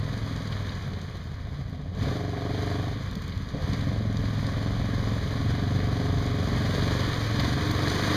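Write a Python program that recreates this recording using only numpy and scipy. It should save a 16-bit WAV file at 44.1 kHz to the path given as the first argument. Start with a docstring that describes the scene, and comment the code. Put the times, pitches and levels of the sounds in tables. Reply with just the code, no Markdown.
"""A single-cylinder four-stroke quad bike labours through mud and a pool in a swampy wood.
It slows raggedly after 1 s, surges at 2 s, sags again near 3.5 s, then pulls hard amid growing clatter.
Each stroke clicks damped resonances of pipes and frame over a harmonic drone and shaped gas noise.
Random grains make clatter and mud fizz, noise bursts make spits and clods, and sparse echoes make
the wood; the whole sound has four notches, a treble step and a band limit."""
import sys
import numpy as np
from scipy import signal
from scipy.fft import rfft, irfft
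from scipy.io import wavfile
from scipy.ndimage import uniform_filter1d, map_coordinates

SR = 44100
rng = np.random.default_rng(int(sys.argv[2]) if len(sys.argv) > 2 else 0)


def bounce(signal):
    """Save signal as a 16-bit WAV file at the path given by the first command-line argument."""
    frames = np.transpose(np.atleast_2d(signal))
    limited = np.clip(frames, -1, 1)
    pcm = np.round(limited * 32767).astype(np.int16)
    wavfile.write(sys.argv[1], SR, pcm)


N = 359856

# Firing rate. Each row: time in seconds, firings per second.
FIRING_RATE = [(0.0, 20.23), (0.12, 21.93), (1.24, 17.08), (1.44, 13.91), (1.82, 15.18), (2.16, 24.52),
               (2.36, 22.98), (2.62, 24.27), (2.86, 23.62), (3.04, 19.23), (3.26, 17.47), (3.54, 12.9),
               (3.76, 21.07), (3.96, 22.06), (4.36, 21.04), (4.88, 22.15), (5.3, 20.72), (5.74, 24.63),
               (5.98, 23.35), (6.28, 23.31), (6.58, 22.46), (7.04, 24.22), (7.22, 21.59), (8.16, 25.51)]
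# Ragged burning off the throttle. Each row: time in seconds, share of gas noise in the power from 0 to 1.
RAGGEDNESS = [(0, .2), (.55, .25), (1, .45), (1.9, .5), (2.2, .13), (2.9, .12), (3.1, .5), (3.5, .45),
              (3.8, .14), (7, .15), (8.16, .2)]
# Engine balance. Each row: time in seconds, exhaust thump in dB, intake ring in dB, valve ring in dB
# above the intake ring, drone in dB within the thump, throat in dB within the ring.
ENGINE_LEVELS = [(0.0, -31.5, -40.5, -20, 6, -2.5), (0.4, -29.5, -43, -19, -2, -1.5),
                 (0.98, -32.5, -46.5, -5, -7, -8), (1.05, -37.5, -53, -2, 3, -3),
                 (1.4, -36.5, -51, -4.5, 6.5, -15), (1.8, -32.5, -47.5, -12, -3.5, -4),
                 (1.94, -35.5, -46.5, -16, 6, -2.5), (2.05, -24.5, -33.5, -10, -6, -2.5),
                 (2.2, -32, -39, -0.5, 3.5, -3), (2.68, -26.5, -37, -3, -6, -2.5),
                 (2.9, -28.5, -38, -3, -1.5, -3), (3.04, -29.5, -47, -28, -6, -1),
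                 (3.3, -32, -54, -16, -3, 4), (3.5, -35, -54, -10, -4, 0.5),
                 (3.6, -30.5, -38.5, -20, -3, -5), (3.72, -24, -42.5, -10, -13, 6),
                 (3.95, -25, -35.5, -22, -2, -7.5), (4.42, -25, -40.5, -12, 2.5, -3),
                 (4.6, -25.5, -37.5, -9, -2.5, -3.5), (5.25, -25, -35.5, -21, -2.5, -5),
                 (5.4, -23.5, -39.5, -5, -2, 0.5), (6.1, -24, -37, -3.5, -4, -2.5),
                 (6.93, -22, -32.5, -16, -9, -7.5), (7.27, -32.5, -42.5, -5, 10, 8.5),
                 (7.4, -22.5, -40, 0, -4, 6), (8.16, -29.5, -39.5, -1, 0, 7.5)]
# Single hard firings as the throttle snaps, and the loud valve closing that follows the one at 3.541 s. Each
# row: time in seconds, thump lift in dB, ring lift in dB.
HARD_FIRINGS = [(2.02, 4, -8), (3.376, 8.5, 6), (3.541, 9.5, 9), (3.565, 0, 10), (3.68, 0, 2)]
# Resonances of the intake airbox. Each row: frequency in Hz, bandwidth in Hz, level in dB.
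AIRBOX_MODES = [(176, 80, 0), (225, 90, -12)]
# Resonances of the muffler. Each row: frequency in Hz, bandwidth in Hz, level in dB.
MUFFLER_MODES = [(100.8, 13.6, -4), (151, 10.2, -13)]
# Resonance of the frame, driven opposite to the muffler. Each row: frequency in Hz, bandwidth in Hz, level in dB.
FRAME_MODES = [(76, 27, -15)]
# Fixed resonances of the intake tract. Each row: frequency in Hz, bandwidth in Hz, level in dB.
TRACT_MODES = [(418, 28, -7), (530, 70, -6), (620, 50, -11), (1110, 120, -13)]
# Resonances rung by the closing valve alone. Each row: frequency in Hz, bandwidth in Hz, level in dB.
VALVE_MODES = [(697, 45, 0), (413, 24, -6.5)]
# Drifting resonance of the throat. Each row: time in seconds, frequency in Hz.
THROAT_PITCH = [(0, 275.6), (2, 281.6), (3, 285), (4.3, 280.3), (6.4, 278.2), (7.2, 294), (8.16, 308)]
# Relative levels of the drone's partials, in order of rising frequency, in dB.
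DRONE_LEVELS = (-11, -13.5, 1, -5.5)
# Turbulent exhaust gas. Each row: frequency in Hz, relative spectral density in dB per Hz.
GAS_SPECTRUM = [(12, -41), (20, -34), (48, -10), (87, -10.5), (108, -11.5), (129, -8.5), (195, -15.5),
                (281, -14), (352, -80), (419, -8), (665, -10), (831, -18.5), (900, -32.5), (1170, -45),
                (1980, -120)]
# Clatter level. Each row: time in seconds, level in dB.
CLATTER_LEVELS = [(0.0, -41.5), (0.55, -39.5), (1.04, -44), (1.92, -50.5), (2.03, -35.5), (2.29, -42.5),
                  (2.68, -36.5), (2.98, -41.5), (3.5, -44.5), (3.73, -37.5), (4.04, -42), (4.41, -38.5),
                  (6.14, -37.5), (6.6, -34.5), (6.91, -31.5), (7.2, -33.5), (7.45, -31), (7.57, -33),
                  (8.16, -28)]
# Casing and body panels. Each row: frequency in Hz, relative spectral density in dB per Hz.
PANEL_SPECTRUM = [(500, 4), (800, -7), (1110, 5), (1380, -4), (1670, 2.5), (2200, -1), (3300, -2.5),
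                  (4100, -5.5), (4950, -15), (6500, -27), (9000, -42)]
# Fizz of churned mud. Each row: frequency in Hz, relative spectral density in dB per Hz.
MUD_SPECTRUM = [(3000, -5), (5000, 2.5), (6300, 2), (8000, -7), (10000, -10.5), (12500, -13), (15300, -24)]
# Loudest stones and clods on the body panels. Each row: time in seconds, level in dB before the band filter.
PANEL_HITS = [(0.1306, -29), (0.5237, -24.5), (0.6923, -26), (0.7168, -30), (0.9348, -33), (3.2854, -33),
              (3.3209, -30.5), (3.7324, -26.5), (3.8072, -28), (4.2542, -29), (6.6558, -25), (6.7281, -36),
              (6.8209, -20), (7.2639, -28), (7.3956, -16.5), (7.4445, -19.5)]
# Clearest spits of mud and water. Each row: time in seconds, level in dB of the lower hiss at its start,
# upper hiss in dB relative to the lower.
CLEAR_SPITS = [(0.176, -37, -24), (0.3614, -34, -28), (1.0141, -35, -23), (1.1687, -42, -14),
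               (1.2386, -45, -12), (1.696, -46, -9), (1.949, -43, -23), (2.623, -34, -25),
               (2.6993, -45, -18), (3.111, -37, -9), (3.153, -32.5, -12), (3.2196, -38, -9),
               (3.2779, -35, -14), (3.3755, -38, -14), (3.488, -37.5, -28), (3.6217, -39, -10),
               (3.7324, -28.5, -26), (3.81, -35, -19), (4.1694, -32, -27), (4.4662, -28, -31),
               (6.263, -32, -21), (6.5799, -33, -21), (6.77, -37, -30), (7.1404, -31, -21),
               (7.401, -29, -8), (7.6784, -39, -2), (7.7136, -33, -3)]
# Notches in the sound's spectrum. Each row: centre frequency in Hz, bandwidth in Hz.
SPECTRAL_NULLS = [(2702, 490), (5507, 380), (7865, 1070), (10928, 850)]

# moments of the intake gulp, its echo, intake closing and exhaust blow, as shares of the cycle
GULP_AT, ECHO_AT, SHUT_AT, BLOW_AT = .258, .397, .54, .647
GULP_DB, SHUT_DB = -1.5, -13.5  # gulp in the thump, valve closing relative to the gulp
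DRONE_ORDERS, DRONE_CREST = (1, 3, 5, 7), .79  # multiples of the firing rate, crest as share of the cycle
THROAT_WIDTH_HZ, THROAT_RISE_S = 10.3, .0038
KICK_S = .022  # half length of a hard firing
FIZZ_DB, FIZZ_SLOPE, FIZZ_PIVOT_DB = -6.5, .12, -37  # fizz re clatter at the pivot, dB per dB of clatter, pivot
CLOD_T60_S, SPIT_T60_S = .06, .025
SMALL_SPITS, SMALL_SPIT_DB = 20, -1  # count, mean level above the clatter
SMALL_SPREAD_DB, SMALL_TOP_DB = 4.5, -21  # spread of level, upper hiss relative to lower
SHELF_HZ, SHELF_DB, EDGE_HZ = 4970, -4.5, 15290  # treble step, its depth, band limit


def exhaust(cycles, rate_hz, uneven):
    """Impulsive excitation: strokes ring their pipes over a periodic drone, while turbulence adds noise."""
    thump_db, ring_db, valve_db, drone_db, throat_db = curves(ENGINE_LEVELS)
    thump_up_db, ring_up_db = kicks()
    gulp, echo, shut, blow = (strokes(cycles, at, uneven) for at in (GULP_AT, ECHO_AT, SHUT_AT, BLOW_AT))

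    intake = rung(gain_of(GULP_DB) * (gain_of(-5.5) * echo - gulp), AIRBOX_MODES, .0015)
    outlet = rung(gain_of(-9) * gulp - blow, MUFFLER_MODES, .005)
    outlet += rung(blow, FRAME_MODES, .004)

    tract = throat(gain_of(throat_db) * gulp)
    tract -= rung(gulp + gain_of(SHUT_DB) * shut, TRACT_MODES, .0012)
    valve = evened(rung(shut, VALVE_MODES, .001))
    ring = evened(band(tract, 200, 3000)) - gain_of(valve_db) * valve

    gas_swell = 2.9 + puff(cycles, GULP_AT, .92)
    gas = coloured(rng.standard_normal(N) * gas_swell, GAS_SPECTRUM)
    drone = gain_of(drone_db + 3 * uneven * wander(12)) * drone_partials(cycles)

    # slow running rings less often but as loudly
    clean = np.sqrt((1 - uneven) / rate_hz * rate_hz.mean())
    rough = np.sqrt(uneven)
    low = clean * evened(evened(intake + outlet) + drone) + rough * evened(band(gas, 3.7, 207))
    high = clean * ring + rough * evened(band(gas, 240, 1000))
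    return gain_of(thump_db + thump_up_db) * low + gain_of(ring_db + ring_up_db) * high


def strokes(cycles, at, uneven):
    """Cyclic irregularity: one click a cycle, its timing and size scattered more as burning grows ragged."""
    turns = np.floor(cycles - at).astype(int)
    where = np.flatnonzero(np.diff(turns)) + 1
    size, late = rng.standard_normal((2, 300))[:, :len(where)]
    shift = (25 * uneven[where] * late).astype(int)  # samples
    moved = np.clip(where + shift, 0, N - 1)
    train = np.zeros(N)
    train[moved] = gain_of(7 * uneven[where] * size)
    return train


def rung(train, modes, rise_s):
    """Modal impulse response: every click starts damped sines, softened by a push of finite length."""
    t = np.arange(SR // 4) / SR
    ring = sum(gain_of(db) * np.exp(-np.pi * width * t) * np.sin(2 * np.pi * hz * t)
               for hz, width, db in modes)
    push = signal.windows.hann(round(rise_s * SR))
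    response = np.convolve(ring, push / push.sum())
    return signal.oaconvolve(train, response)[len(push) // 2:][:N]


def throat(train):
    """Time-varying resonance: clicks start a damped sine whose frequency drifts slowly."""
    turn = np.exp(2j * np.pi * np.cumsum(curves(THROAT_PITCH)[0]) / SR)
    decay = np.exp(-np.pi * THROAT_WIDTH_HZ / SR)  # per sample
    ring = (turn * signal.lfilter([1], [1, -decay], train / turn)).imag
    push = signal.windows.hann(round(THROAT_RISE_S * SR))
    return signal.oaconvolve(ring, push / push.sum(), "same")


def drone_partials(cycles):
    """Fourier synthesis: odd multiples of the firing rate, all cresting at one point of the cycle."""
    phase = 2 * np.pi * (cycles - DRONE_CREST)
    return sum(gain_of(db) * np.cos(k * phase) for k, db in zip(DRONE_ORDERS, DRONE_LEVELS))


def kicks():
    """Transient loading: hard firings, and one loud valve closing, lift the thump and the ring, in dB, by short
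    triangles."""
    t = np.arange(N) / SR
    return sum(np.outer(up_db, np.maximum(1 - abs(t - s) / KICK_S, 0)) for s, *up_db in HARD_FIRINGS)


def puff(cycles, at, length):
    """Periodic relaxation: an envelope jumps once a cycle at 'at' and decays over the share 'length'."""
    return uniform_filter1d(np.exp(-((cycles - at) % 1) / length), 60)


def clatter_and_fizz(cycles):
    """Modulated shot noise: valves tick twice a cycle over belt whirr; churned mud fizzes in small grains."""
    clatter_db, = curves(CLATTER_LEVELS)
    fizz_db = FIZZ_DB + FIZZ_SLOPE * (clatter_db - FIZZ_PIVOT_DB)
    ticks = puff(cycles, SHUT_AT, .13) + .5 * puff(cycles, GULP_AT, .17)
    beat = (1.86 + ticks) * gain_of(.5 * wander(12))
    clatter = coloured(grains(2.06, 6000) * beat, PANEL_SPECTRUM)
    fizz = coloured(grains(1.9, 7000) * beat * gain_of(.71 * wander(30)), MUD_SPECTRUM)
    return gain_of(clatter_db) * (clatter + gain_of(fizz_db) * fizz)


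def grains(spread_db, per_s):
    """Shot noise: random clicks of either sign, most small and a few large."""
    size = gain_of(spread_db * np.minimum(rng.exponential(1, N), 5))
    return size * (rng.random(N) < per_s / SR) * rng.choice([-1, 1], N)


def clods():
    """Impact noise: each stone or clod is a short, decaying, band-limited rattle of the panels."""
    out, t = np.zeros(N + 4000), np.arange(4000) / SR
    for s, db in PANEL_HITS:
        rattle = band(rng.standard_normal(4000), 1870, 4760)
        envelope = gain_of(db - 60 * t / CLOD_T60_S) * np.minimum(t / .00023, 1)
        out[round(s * SR):][:4000] += envelope * rattle
    return out[:N]


def spits():
    """Splash noise: decaying two-band hiss; smaller spits fall at random and follow the clatter level."""
    out, t = np.zeros(N + 4000), np.arange(4000) / SR
    when = rng.random(SMALL_SPITS) * N / SR
    size = rng.standard_normal(SMALL_SPITS)
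    level_db = np.interp(when, *np.transpose(CLATTER_LEVELS)) + SMALL_SPIT_DB + SMALL_SPREAD_DB * size
    small = [(s, db, SMALL_TOP_DB) for s, db in zip(when, level_db)]
    for s, db, top_db in list(CLEAR_SPITS) + small:
        noise = rng.standard_normal(4000)
        hiss = evened(band(noise, 2970, 7600)) + gain_of(top_db) * evened(band(noise, 10400, 16000))
        envelope = gain_of(db - 60 * t / SPIT_T60_S) * np.minimum(t / .00091, 1)
        out[round(s * SR):][:4000] += envelope * hiss
    return out[:N]


def wood(x):
    """Multiple scattering: sparse echoes off the trunks, of random sign, fall 60 dB in half a second."""
    taps = np.zeros(SR // 2)
    at = np.arange(500, len(taps) - 20, 20)  # one echo in every 20 samples
    signs = rng.choice([-1., 1.], len(at))
    taps[at + rng.integers(0, 20, len(at))] = signs * gain_of(-60 * at / SR / .5)
    return signal.fftconvolve(x, taps / np.linalg.norm(taps))[:N]


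def gain_of(db):
    """Decibel law: amplitude ratio of a level in dB."""
    return 10 ** (np.asarray(db) / 20)


def evened(x):
    """Normalisation: scales x to rms 1."""
    return x / np.sqrt(np.mean(x ** 2) + 1e-20)


def curves(rows):
    """Linear interpolation: each column after the time becomes a curve over the samples."""
    s, *columns = np.transpose(rows)
    return [np.interp(np.arange(N) / SR, s, c) for c in columns]


def coloured(x, points):
    """Spectral shaping: filters x by the drawn curve, straight in log frequency, to rms 1."""
    f, db = np.transpose(points)
    hz = np.fft.rfftfreq(N, 1 / SR)
    shape_db = np.interp(np.log(hz + 1), np.log(f + 1), db)
    return evened(irfft(rfft(x) * gain_of(shape_db), N))


def band(x, lo_hz, hi_hz):
    """Band limitation: a third-order Butterworth bandpass."""
    return signal.sosfilt(signal.butter(3, [lo_hz, hi_hz], "bandpass", fs=SR, output="sos"), x)


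def wander(per_s):
    """Slow random fluctuation: a smooth curve through per_s normal values each second."""
    knots = rng.standard_normal(400)
    return map_coordinates(knots, [np.arange(N) / SR * per_s], order=3)


def scene():
    """Superposition: the sources on the machine add, and the wood returns their sum more faintly."""
    (rate_hz,), (uneven,) = curves(FIRING_RATE), curves(RAGGEDNESS)
    cycles = .64 + np.cumsum(rate_hz) / SR
    near = exhaust(cycles, rate_hz, uneven) + clatter_and_fizz(cycles) + spits() + clods()
    return (near + gain_of(-10) * wood(near))[None]


def record(dry):
    """Linear filtering: a filter cuts four narrow bands, lowers the treble and thins deep bass; then a band limit."""
    hz = np.fft.rfftfreq(N, 1 / SR)
    shelf = 1 / (1 + np.exp(np.clip((SHELF_HZ - hz) / 12, -50, 50)))
    colour = hz / (hz + 6) * gain_of(SHELF_DB * shelf).astype(complex)
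    for null_hz, width in SPECTRAL_NULLS:
        off = 1j * (hz - null_hz) / width
        colour *= (off + .01) / (off + 1)
    heard = irfft(rfft(dry) * colour, N)
    limit = signal.firwin(2047, EDGE_HZ, window=("kaiser", 10), fs=SR)
    return signal.oaconvolve(heard, limit[None], "same")


dry = scene()
out = record(dry)
bounce(out)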